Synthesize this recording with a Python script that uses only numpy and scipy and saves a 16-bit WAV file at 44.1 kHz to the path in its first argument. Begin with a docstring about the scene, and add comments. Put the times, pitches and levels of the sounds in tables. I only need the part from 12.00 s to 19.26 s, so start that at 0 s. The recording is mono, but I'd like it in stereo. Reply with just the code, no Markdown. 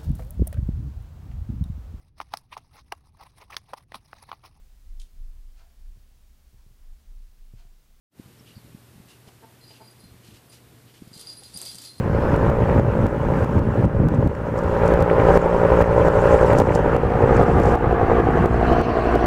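"""Helicopter over a mountain valley

A two-blade helicopter passes: tail-rotor slaps buzz over the thump and swish of the main rotor and
the turbine's roar, all combed by the ground echo. Wind buffets the right microphone, dry rustles
come from the left, and the whole level keeps dropping with a tick and climbing back."""
import sys
import numpy as np
from scipy import signal
from scipy.fft import rfft, irfft
from scipy.io import wavfile
from scipy.ndimage import uniform_filter1d

SR = 44100
rng = np.random.default_rng(int(sys.argv[2]) if len(sys.argv) > 2 else 0)


def wav_record(signal):
    """Record a signal, one row per channel, as 16-bit PCM in the file named by sys.argv[1]."""
    frames = np.transpose(np.atleast_2d(signal))
    bounded = np.clip(frames, -1, 1)
    # unit amplitude maps onto the largest positive 16-bit level
    quanta = np.round(bounded * 32767).astype(np.int16)
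    wavfile.write(sys.argv[1], SR, quanta)


N = 320166
TIME = np.arange(N) / SR
GEAR = 5.11  # tail blade passes per main blade pass


def gain_of(db):
    return 10 ** (np.asarray(db) / 20)


def unit_rms(x):
    return x / np.sqrt(np.mean(x ** 2) + 1e-20)


def read(points, hz):
    """A spectrum, straight lines on a log axis."""
    f, value = np.transpose(points)
    return np.interp(np.log(hz + 1), np.log(f + 1), value)


def curve(rows, column=1):
    """One column of a timed table at every sample."""
    rows = np.asarray(rows)
    return np.interp(TIME, rows[:, 0], rows[:, column])


def swell(at_s, width_s):
    """A bell curve in time, peaking at 1."""
    return np.exp(-((TIME - at_s) / width_s) ** 2)


def panned(db):
    """Stereo gains with the left louder by db."""
    return gain_of([[db / 2], [-db / 2]])


def delayed(x, ms):
    """A copy that lags by a slowly changing time."""
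    return np.interp(np.arange(N) - ms * SR / 1000, np.arange(N), x)


def noise(spectrum, likeness, patchy_db, size=512):
    """Two partly alike channels of coloured noise with drifting patches."""
    frames, hz = 4 * N // size + 5, np.fft.rfftfreq(size, 1 / SR)
    a, b, c, d, patches = rng.standard_normal((frames, len(hz), 5)).T
    patches = unit_rms(uniform_filter1d(uniform_filter1d(patches, size=6, axis=0), size=12, axis=1))
    alike = np.clip(read(likeness, hz), -1, 1)[:, None]
    left = a + 1j * b
    right = alike * left + np.sqrt(1 - alike ** 2) * (c + 1j * d)
    bins = np.array([left, right]) * gain_of(read(spectrum, hz)[:, None] + patchy_db * patches)
    return unit_rms(signal.istft(bins, nperseg=size, noverlap=3 * size // 4)[1][:, :N])


def coloured(x, spectrum):
    """Causal filter: the phase follows from the log gain."""
    hz = abs(np.fft.fftfreq(8192, 1 / SR))
    log_gain = np.log(gain_of(np.maximum(read(spectrum, hz), -100)))
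    taps = np.fft.ifft(np.exp(np.conj(signal.hilbert(log_gain)))).real[:4096]
    return signal.oaconvolve(x, taps)[:N]


# The helicopter's fader ride. Each row: time in seconds, level in dB.
PASS_LEVEL = [(0, -34), (.5, -29), (1, -30.5), (1.5, -32.5), (2, -28), (2.4, -32.5), (2.8, -28), (3.2, -23),
              (3.7, -25.5), (4.3, -20), (5, -22), (5.6, -23.5), (6, -20.5), (6.5, -24.5), (6.9, -21),
              (7.26, -22.5)]
def ride(db, share):
    """Gain of a layer that follows a share of the fader ride, sitting at db when the ride is at -25."""
    return gain_of(db + share * (curve(PASS_LEVEL) + 25))


# Moving air makes the sound arrive late or early. Each row: time in seconds, lag in ms.
AIR_LAG = [(0, -.7), (.5, .45), (.9, .85), (1.5, .9), (2, .6), (2.5, .15), (3.1, .35), (3.8, .15), (4.5, 0),
           (5, .4), (5.45, .85), (6, .6), (6.4, .45), (6.75, .15), (7.26, .55)]
def blade_passes():
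    """Running counts of main and tail blade passes, Doppler-shifted as the path grows, then shrinks."""
    tail_hz = 57.9
    path_m = 4.17 * TIME - .309 * TIME ** 2 / 2 - .271 * TIME ** 3 / 6
    tail = .51 + tail_hz * (TIME - path_m / 343 - curve(AIR_LAG) / 1000)
    main = tail / GEAR
    # The main wake hurries and delays the tail slaps, less and later as the view of the rotors turns.
    sway_ms = (.5 - .022 * TIME) * np.cos(2 * np.pi * (main - .73 - .04 * TIME))
    return main, tail + tail_hz * sway_ms / 1000


def throb(passes, depth, lead=-.07):
    """Louder each time a main blade sweeps toward the listener; lead is in parts of a blade pass."""
    angle = 2 * np.pi * (passes + lead)
    facing = np.cos(angle + .6 * (1 - np.cos(angle)))  # skewed, so the beat is lopsided
    deepen = 1 + .12 * TIME
    return gain_of(depth * deepen * (np.exp(0.35 * (facing - 1)) - 1.04))


# Stereo image of the helicopter's noise. 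Each row: frequency in Hz, left-right likeness up to 1.
LIKENESS = [(60, 0.99), (300, 1), (600, 0.96), (1000, 0.97), (1600, 0.72), (2600, 0.47), (6000, 0.087)]
# The main rotor's low end. Each row: frequency in Hz, level in dB.
RUMBLE_EQ = [(15, -42), (32, -15), (55, -4.5), (120, -3.5), (200, -11.5), (290, -9), (400, -15.5),
             (800, -103)]
def rotor_rumble(main):
    """Low noise that thumps with each main blade and sags once in level."""
    level = ride(-24.5 - 4.5 * swell(at_s=2.25, width_s=0.4), share=0.28)
    return noise(RUMBLE_EQ, LIKENESS, patchy_db=2.0, size=2048) * throb(main, depth=12.0) * level


# Tone of one slap. Each row: frequency in Hz, level in dB.
SLAP_EQ = [(25, -30), (120, -17), (290, -12.5), (400, -2.5), (500, -0.5), (590, 2.5), (660, -1.5),
           (780, -8.5), (900, -19.5), (1300, -26.5), (2200, -52), (4000, -100)]
# Slaps with their own accent. Each row: time in seconds, dB against a usual slap.
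SLAP_ACCENTS = [(.323, -2), (.621, 0), (.708, -7), (.796, 4.5), (1.406, 2), (1.462, 3), (2.139, 7),
                (2.226, 5.5), (2.538, 3.5), (2.628, 4.5), (2.852, 1), (2.921, 0), (3.13, 4), (3.2, 1),
                (3.217, 1), (3.286, 4), (3.304, 3), (3.338, -2.5), (3.65, 4), (3.685, 0), (3.737, 1.5),
                (3.806, 0.5), (3.964, 1.5), (3.996, 1.5), (4.014, 0), (4.049, -2), (4.083, 0.5), (4.308, 2),
                (4.325, -0.5), (4.342, -0.5), (4.532, 0), (4.791, 5), (4.86, 5), (5.24, 2.5), (5.326, 1.5),
                (5.412, 2.5), (5.498, 3.5), (5.601, 5), (5.687, 4), (5.841, 2), (5.927, 4), (6.099, 4),
                (6.03, 3), (6.116, 1.5), (6.134, 4.5), (6.201, 1), (6.372, 1.5), (6.458, 3.5), (6.714, 3.5),
                (6.731, 4.5), (7.089, 6), (7.14, 0), (7.157, 6.5), (7.226, 0.5)]
# A later echo of the slaps. Each row: time in seconds, lag in ms, signed gain.
SLAP_ECHO = [(0, 8.08, -0.37), (2.4, 8.22, -0.36), (2.9, 8.34, -0.42), (4.3, 8.16, -0.39), (5, 8.35, 0.22),
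             (7.26, 8.6, 0.25)]
def tail_slaps(tail):
    """One slap per tail blade pass, swelling as it cuts the main rotor's wake, then a later echo."""
    at = np.flatnonzero(np.diff(np.floor(tail)) > 0)
    size, jitter = rng.standard_normal((len(at), 2)).T
    size_db = .9 * size
    for s, db in SLAP_ACCENTS:
        size_db[np.argmin(abs(at - s * SR))] = db
    hits = np.zeros(N)
    hits[np.clip(at + np.round(2.5 * jitter).astype(int), 0, N - 1)] = gain_of(size_db)
    slaps = coloured(hits * throb(tail / GEAR, depth=7.0, lead=.03), SLAP_EQ)
    echo = curve(SLAP_ECHO, column=2) * delayed(slaps, curve(SLAP_ECHO))
    return unit_rms(slaps + echo) * gain_of(curve(PASS_LEVEL))


# The tail rotor's clean low tones, each swelling once. Each row: harmonic number, base level in dB,
# swell in dB, its centre in seconds, its width in seconds.
HUM_TONES = [(1, -36.5, 11.5, 7.6, 3.8), (2, -38.5, 1.5, 1.7, 0.93), (3, -39, 9.5, 3.54, 1.2),
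             (4, -39.5, 10.5, 6.84, 1.25), (5, -49, 12, 3.8, 0.73), (6, -52.5, 9, 7.5, 0.66),
             (8, -54, 19, 5.4, .8)]
def tail_hum(tail):
    """Sines on multiples of the tail blade rate, throbbing with the main rotor."""
    tones = sum(gain_of(db + swell_db * swell(s, width)) * np.cos(2 * np.pi * round(harmonic) * tail)
                for harmonic, db, swell_db, s, width in HUM_TONES)
    return np.sqrt(2) * tones * throb(tail / GEAR, depth=2.2)


# The main rotor's airy midrange. Each row: frequency in Hz, level in dB.
SWISH_EQ = [(150, -30), (300, -29), (420, -21.5), (550, -10.5), (700, -13.5), (850, -19.5), (1200, -22.5),
            (2000, -60.5), (4000, -71)]
def rotor_swish(main, chop):
    """The main rotor's wake, pulsing with its blades and chopped by the tail blades."""
    wake = noise(SWISH_EQ, LIKENESS, patchy_db=0.71)
    return wake * throb(main, depth=6.6) * (2.23 + 3.67 * chop) * ride(-35.5, share=.9)


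# Tone of the exhaust roar and of the whine. Each row: frequency in Hz, level in dB.
ROAR_EQ = [(300, 6), (700, -13), (1000, -2), (1600, -6), (2200, -14), (3000, -23), (3800, -28.5),
           (6000, -42.5), (9000, -62)]
WHINE_EQ = [(2000, -4), (2900, 6), (3600, -10.5), (4300, -1.5), (4750, -7.5), (5200, -10.5), (5600, -10.5),
            (6000, -9), (7000, -33)]
# The whine's fader ride. Each row: time in seconds, level in dB.
WHINE_LEVEL = [(0, -55), (.4, -61), (.8, -66), (6.1, -55.5), (6.5, -55.5), (6.8, -39.5), (7.26, -45)]
def turbine(main, chop):
    """Exhaust roar, pulsed by both rotors, under a hissy whine that comes forward near the end."""
    exhaust = noise(ROAR_EQ, LIKENESS, patchy_db=2.2)
    roar = exhaust * throb(main, depth=5.3) * (0.95 + 1.27 * chop) * ride(-32, share=0.67)
    whine = noise(WHINE_EQ, LIKENESS, patchy_db=3.8) * gain_of(curve(WHINE_LEVEL))
    return roar + whine


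# Strength of the ground bounce. Each row: time in seconds, gain.
GROUND_GAIN = [(0, 0.62), (2.2, 0.74), (2.9, 0.83), (7.26, 0.85)]
def ground_echo(direct, late_s):
    """A dull reflection that combs the direct sound; its lag grows late in the pass."""
    lag_ms = 1.933 + 0.21 * late_s
    dull = signal.lfilter(*signal.butter(2, 1000, fs=SR), direct)  # the ground returns little treble
    return curve(GROUND_GAIN) * np.array([delayed(side, lag_ms) for side in dull])


# The wash off the slopes. Each row: frequency in Hz, level in dB.
SCATTER_EQ = [(300, 1), (700, -12.5), (950, 2), (1300, -2), (1600, -1.5), (2200, -14), (2800, -18),
              (3800, -33), (6000, -44), (9000, -69)]
def slope_scatter(late_s):
    """Roar scattered by the slopes fills the comb's upper notches, more so late in the pass."""
    return noise(SCATTER_EQ, LIKENESS, patchy_db=2.14) * ride(-31.5 + 0.85 * late_s, share=0.67)


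# Tone of the buffeting. Each row: frequency in Hz, level in dB.
BUFFET_EQ = [(12, -43), (28, -17), (82, -0.5), (130, 1), (310, -9.5), (500, -24.5), (700, -29), (1300, -56),
             (2500, -100)]
# The wind's fader ride on the right. Each row: time in seconds, level in dB.
WIND_LEVEL = [(0, -15.5), (.1, -19), (.5, -19.5), (.85, -14), (1.15, -22.5), (1.5, -31.5), (1.75, -16),
              (2.27, -11.5), (2.3, -17), (2.55, -23), (2.8, -32.5), (3.35, -39.5), (4.0, -32.5),
              (4.45, -26.5), (4.6, -13), (5.2, -18), (5.5, -15), (5.93, -19), (6.07, -28), (6.22, -18),
              (6.75, -18.5), (6.9, -22), (7.1, -33), (7.26, -27)]
# Gusts on top of that ride. Each row: centre in seconds, boost in dB, width in seconds.
WIND_GUSTS = [(.32, 7, 0.021), (.48, 8, 0.055), (.775, 2.5, 0.023), (1.04, 7, 0.048), (1.27, 8, 0.013),
              (1.35, 12, 0.083), (1.57, 14, 0.12), (1.79, 5.5, 0.028), (1.871, 16.5, 0.022),
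              (2.04, 11, 0.057), (2.191, 14.5, 0.01), (2.267, 10.5, 0.009), (2.82, 7, 0.027),
              (4.32, 9, 0.04), (4.57, -1.5, .03), (4.72, -0.5, 0.021), (5.1, -2, 0.036), (5.4, 3.5, 0.072),
              (5.6, 3, 0.01), (5.67, 5.5, 0.02), (5.89, 8.5, 0.027), (6.17, 3, 0.021), (6.28, 4, 0.024),
              (6.4, 2, 0.034), (6.67, 6.5, 0.026), (6.8, -1, .03)]
def wind():
    """Pressure eddies thump the right microphone over a rumble; a trace of others reaches the left."""
    eddies_per_s, left_db = 130, -20.5
    chance, size = rng.random((N, 2)).T, rng.standard_normal((N, 2)).T
    eddies = size * (chance < eddies_per_s / SR)
    thumps = unit_rms(np.array([coloured(side, BUFFET_EQ) for side in eddies]))
    rumble = noise(BUFFET_EQ, [(10, -.1), (1000, .1)], patchy_db=2.2, size=1024)
    gust_db = sum(db * swell(s, width) for s, db, width in WIND_GUSTS)
    level = gain_of(curve(WIND_LEVEL) + gust_db) * gain_of([[left_db], [0]])
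    return (.75 * thumps + .65 * rumble) * level


# The dry, papery top of rustle and crackles. Each row: frequency in Hz, level in dB.
LEAF_EQ = [(1500, -14), (3500, -1), (5000, 5.5), (7500, 5), (9500, -3), (11500, -9), (16000, -20)]
# The rustle's fader ride. Each row: time in seconds, level in dB.
RUSTLE_LEVEL = [(0, -66), (1.2, -62.5), (2, -61.5), (3.1, -63), (3.35, -52), (3.7, -60.5), (4.35, -48.5),
                (4.7, -53), (4.95, -59.5), (5.5, -56), (5.7, -52), (5.85, -64), (6.6, -57.5), (7.26, -58)]
def rustle():
    """A faint, patchy rustle of leaves, a little to the left."""
    leaves = noise(LEAF_EQ, [(10, 0.28), (9000, 0.085)], patchy_db=3.1, size=256)
    return leaves * gain_of(curve(RUSTLE_LEVEL)) * panned(3.6)


# Faint whistles. Each row: centre in seconds, width in seconds, pitch in Hz, band in Hz, level in dB.
TURBINE_WHISTLES = [(.25, .17, 5200, 450, -67), (.33, .15, 3500, 300, -66), (6.8, .2, 4300, 350, -60),
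                    (6.75, .12, 2950, 250, -57), (7.1, .12, 2800, 250, -57)]
def turbine_whistles():
    """Fuzzy tones from the turbine: narrow bands of noise that swell and fade."""
    out = np.zeros(N)
    for s, width, hz, band_hz, db in TURBINE_WHISTLES:
        flutter = signal.lfilter(*signal.butter(2, band_hz / 2, fs=SR), rng.standard_normal(N))
        out += gain_of(db) * swell(s, width) * unit_rms(flutter * np.cos(2 * np.pi * hz * TIME))
    return out


# Tone of one crack. Each row: frequency in Hz, level in dB.
CRACK_EQ = [(500, -39), (1200, -4), (2000, 11), (2900, -2), (4200, -43), (8000, -69)]
# Crack cues. Each row: start in seconds, peak level in dB.
BLADE_CRACKS = [(.3556, -35), (.639, -27), (0.6976, -24.5), (1.3375, -34), (1.8038, -37), (2.3511, -29),
                (2.5616, -30), (2.824, -31), (3.1002, -18), (3.1987, -22), (3.724, -32), (3.8416, -24),
                (4.39, -19.5), (4.504, -18.5), (4.551, -21), (4.6933, -18), (4.7212, -19), (6.156, -35),
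                (6.3056, -26)]
def blade_cracks():
    """Sharp cracks from the blades: single clicks ringing briefly near 2 kHz."""
    clicks = np.zeros(N)
    for s, db in BLADE_CRACKS:
        clicks[round(s * SR)] = gain_of(db)
    filter_peak = abs(coloured(signal.unit_impulse(4096), CRACK_EQ)).max()
    return coloured(clicks, CRACK_EQ) / filter_peak


# Crackle cues. Each row: time of the snap in seconds, level in dB, left over right in dB.
DRY_CRACKLES = [(2.145, -49, 13), (2.3506, -52, 6), (2.5785, -50, 16), (2.588, -46, 1.5), (2.6354, -53, 10),
                (2.8579, -51, 8), (2.878, -47.5, 13), (3.0046, -51, 12), (4.4104, -47, 17),
                (4.585, -33.5, 10), (4.7507, -32, 11), (5.3667, -46, .5), (5.6336, -45, 8), (5.657, -45, 4),
                (5.7194, -52.5, 5)]
def crackles():
    """Dry crackles close by, each a sharp snap inside a brief swell of tiny ones."""
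    snap_s, swell_s, lead_samples = 0.0033, 0.021, 1500
    t = np.arange(-lead_samples, 2500) / SR
    shape = (t > 0) * np.exp(-abs(t) / snap_s) + 0.17 * np.exp(-abs(t) / swell_s)
    bursts = np.zeros((2, N))
    for s, db, pan_db in DRY_CRACKLES:
        grit = rng.standard_normal(len(t)) * gain_of(0.96 * rng.standard_normal(len(t) // 20).repeat(20))
        start = round(s * SR) - lead_samples
        bursts[:, start:start + len(t)] += gain_of(db) * panned(pan_db) * shape * unit_rms(grit)
    filter_gain = np.linalg.norm(coloured(signal.unit_impulse(4096), LEAF_EQ))
    return np.array([coloured(side, LEAF_EQ) for side in bursts]) / filter_gain


# How the microphone pair leans. Each row: frequency in Hz, left over right in dB.
STEREO_LEAN = [(60, -1.5), (900, -.5), (1700, 0.5), (2300, -4.5), (3200, -2.5), (5000, -1.5)]
def helicopter():
    """Both rotors and the turbine, heard directly, off the ground and off the slopes."""
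    main, tail = blade_passes()
    late_s = np.maximum(TIME - 4.43, 0)  # seconds into the late part of the pass
    chop = uniform_filter1d(np.exp(-(tail % 1) / 0.28), size=40)  # one pulse per tail blade
    direct = rotor_rumble(main) + tail_slaps(tail) + blade_cracks()
    direct += rotor_swish(main, chop) + turbine(main, chop)
    mix = direct + ground_echo(direct, late_s)
    mix += tail_hum(tail) + turbine_whistles() + slope_scatter(late_s)
    lean_db = read(STEREO_LEAN, np.fft.rfftfreq(N, 1 / SR))
    return irfft(rfft(mix) * gain_of([lean_db / 2, -lean_db / 2]), N)


def scene():
    """The helicopter, with wind and dry leaves close by."""
    return helicopter() + wind() + rustle() + crackles()


# Microphone hiss. Each row: frequency in Hz, level in dB.
HISS_EQ = [(500, -10), (3000, 4), (6000, 3), (10000, .5), (16000, -2.5)]
# Sudden drops of the whole mix. Each row: start in seconds, gain just after in dB,
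# tick in dB against the sound around it.
LEVEL_DROPS = [(0.3637, 3, -7), (0.501, 0.5, -10), (0.798, -1, -11), (1.0677, -1, -6), (1.4465, 0.5, -8),
               (1.593, -2.5, -11), (1.8542, -6.5, -12), (2.0865, -3.5, -8), (2.2758, -4.5, -9),
               (2.9393, 3, -3), (3.0252, 1, -2.5), (3.375, -0.5, -1), (3.8136, 8.5, -5), (3.824, 0, -6),
               (4.086, -.5, -7), (4.354, 0.2, -28), (4.533, 1, -5), (4.601, 2.5, 2), (4.621, -3, -10),
               (4.7906, -1.5, -15), (4.966, -3, -5), (5.438, 0.5, -13), (5.6003, 1, -5), (5.755, -3, -8),
               (5.926, -2, -12), (6.2075, -1, -28), (6.46, -2, -4), (6.731, -0.5, -7), (6.815, -4.5, -6),
               (7.1545, -1.5, -2)]
def record(dry):
    """Adds hiss, a level that drops with a thin tick and climbs back, soft clipping and a top cut."""
    hiss_db, climb_db_per_s, ceiling_db, cutoff_hz = -60, 17, 10, 15800
    hiss = gain_of(hiss_db) * noise(HISS_EQ, [(10, 0.13), (9000, 0.067)], patchy_db=0.51, size=256)
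    drop_s, after_db, _ = np.transpose([(0, 0, 0)] + LEVEL_DROPS)
    latest = np.searchsorted(drop_s, TIME, "right") - 1
    level_db = np.minimum(after_db[latest] + climb_db_per_s * (TIME - drop_s[latest]), ceiling_db)
    out = (dry + hiss) * gain_of(uniform_filter1d(level_db, size=40))
    local_rms = np.sqrt(abs(uniform_filter1d(out ** 2, size=SR // 2)))
    tick = np.exp(-np.arange(400) / 18.0)  # a sudden jump that sinks back
    for s, _, tick_db in LEVEL_DROPS:
        at = round(s * SR)
        out[:, at:at + 400] += gain_of(tick_db) * local_rms[:, at, None] * tick * rng.choice([-1, 1])
    out = out / (1 + abs(out) ** 4) ** .25  # soft knee below full scale
    lowpass = signal.firwin(511, cutoff_hz, window=("kaiser", 9), fs=SR)
    return signal.oaconvolve(out, lowpass[None], "same")


dry = scene()
out = record(dry)
wav_record(out)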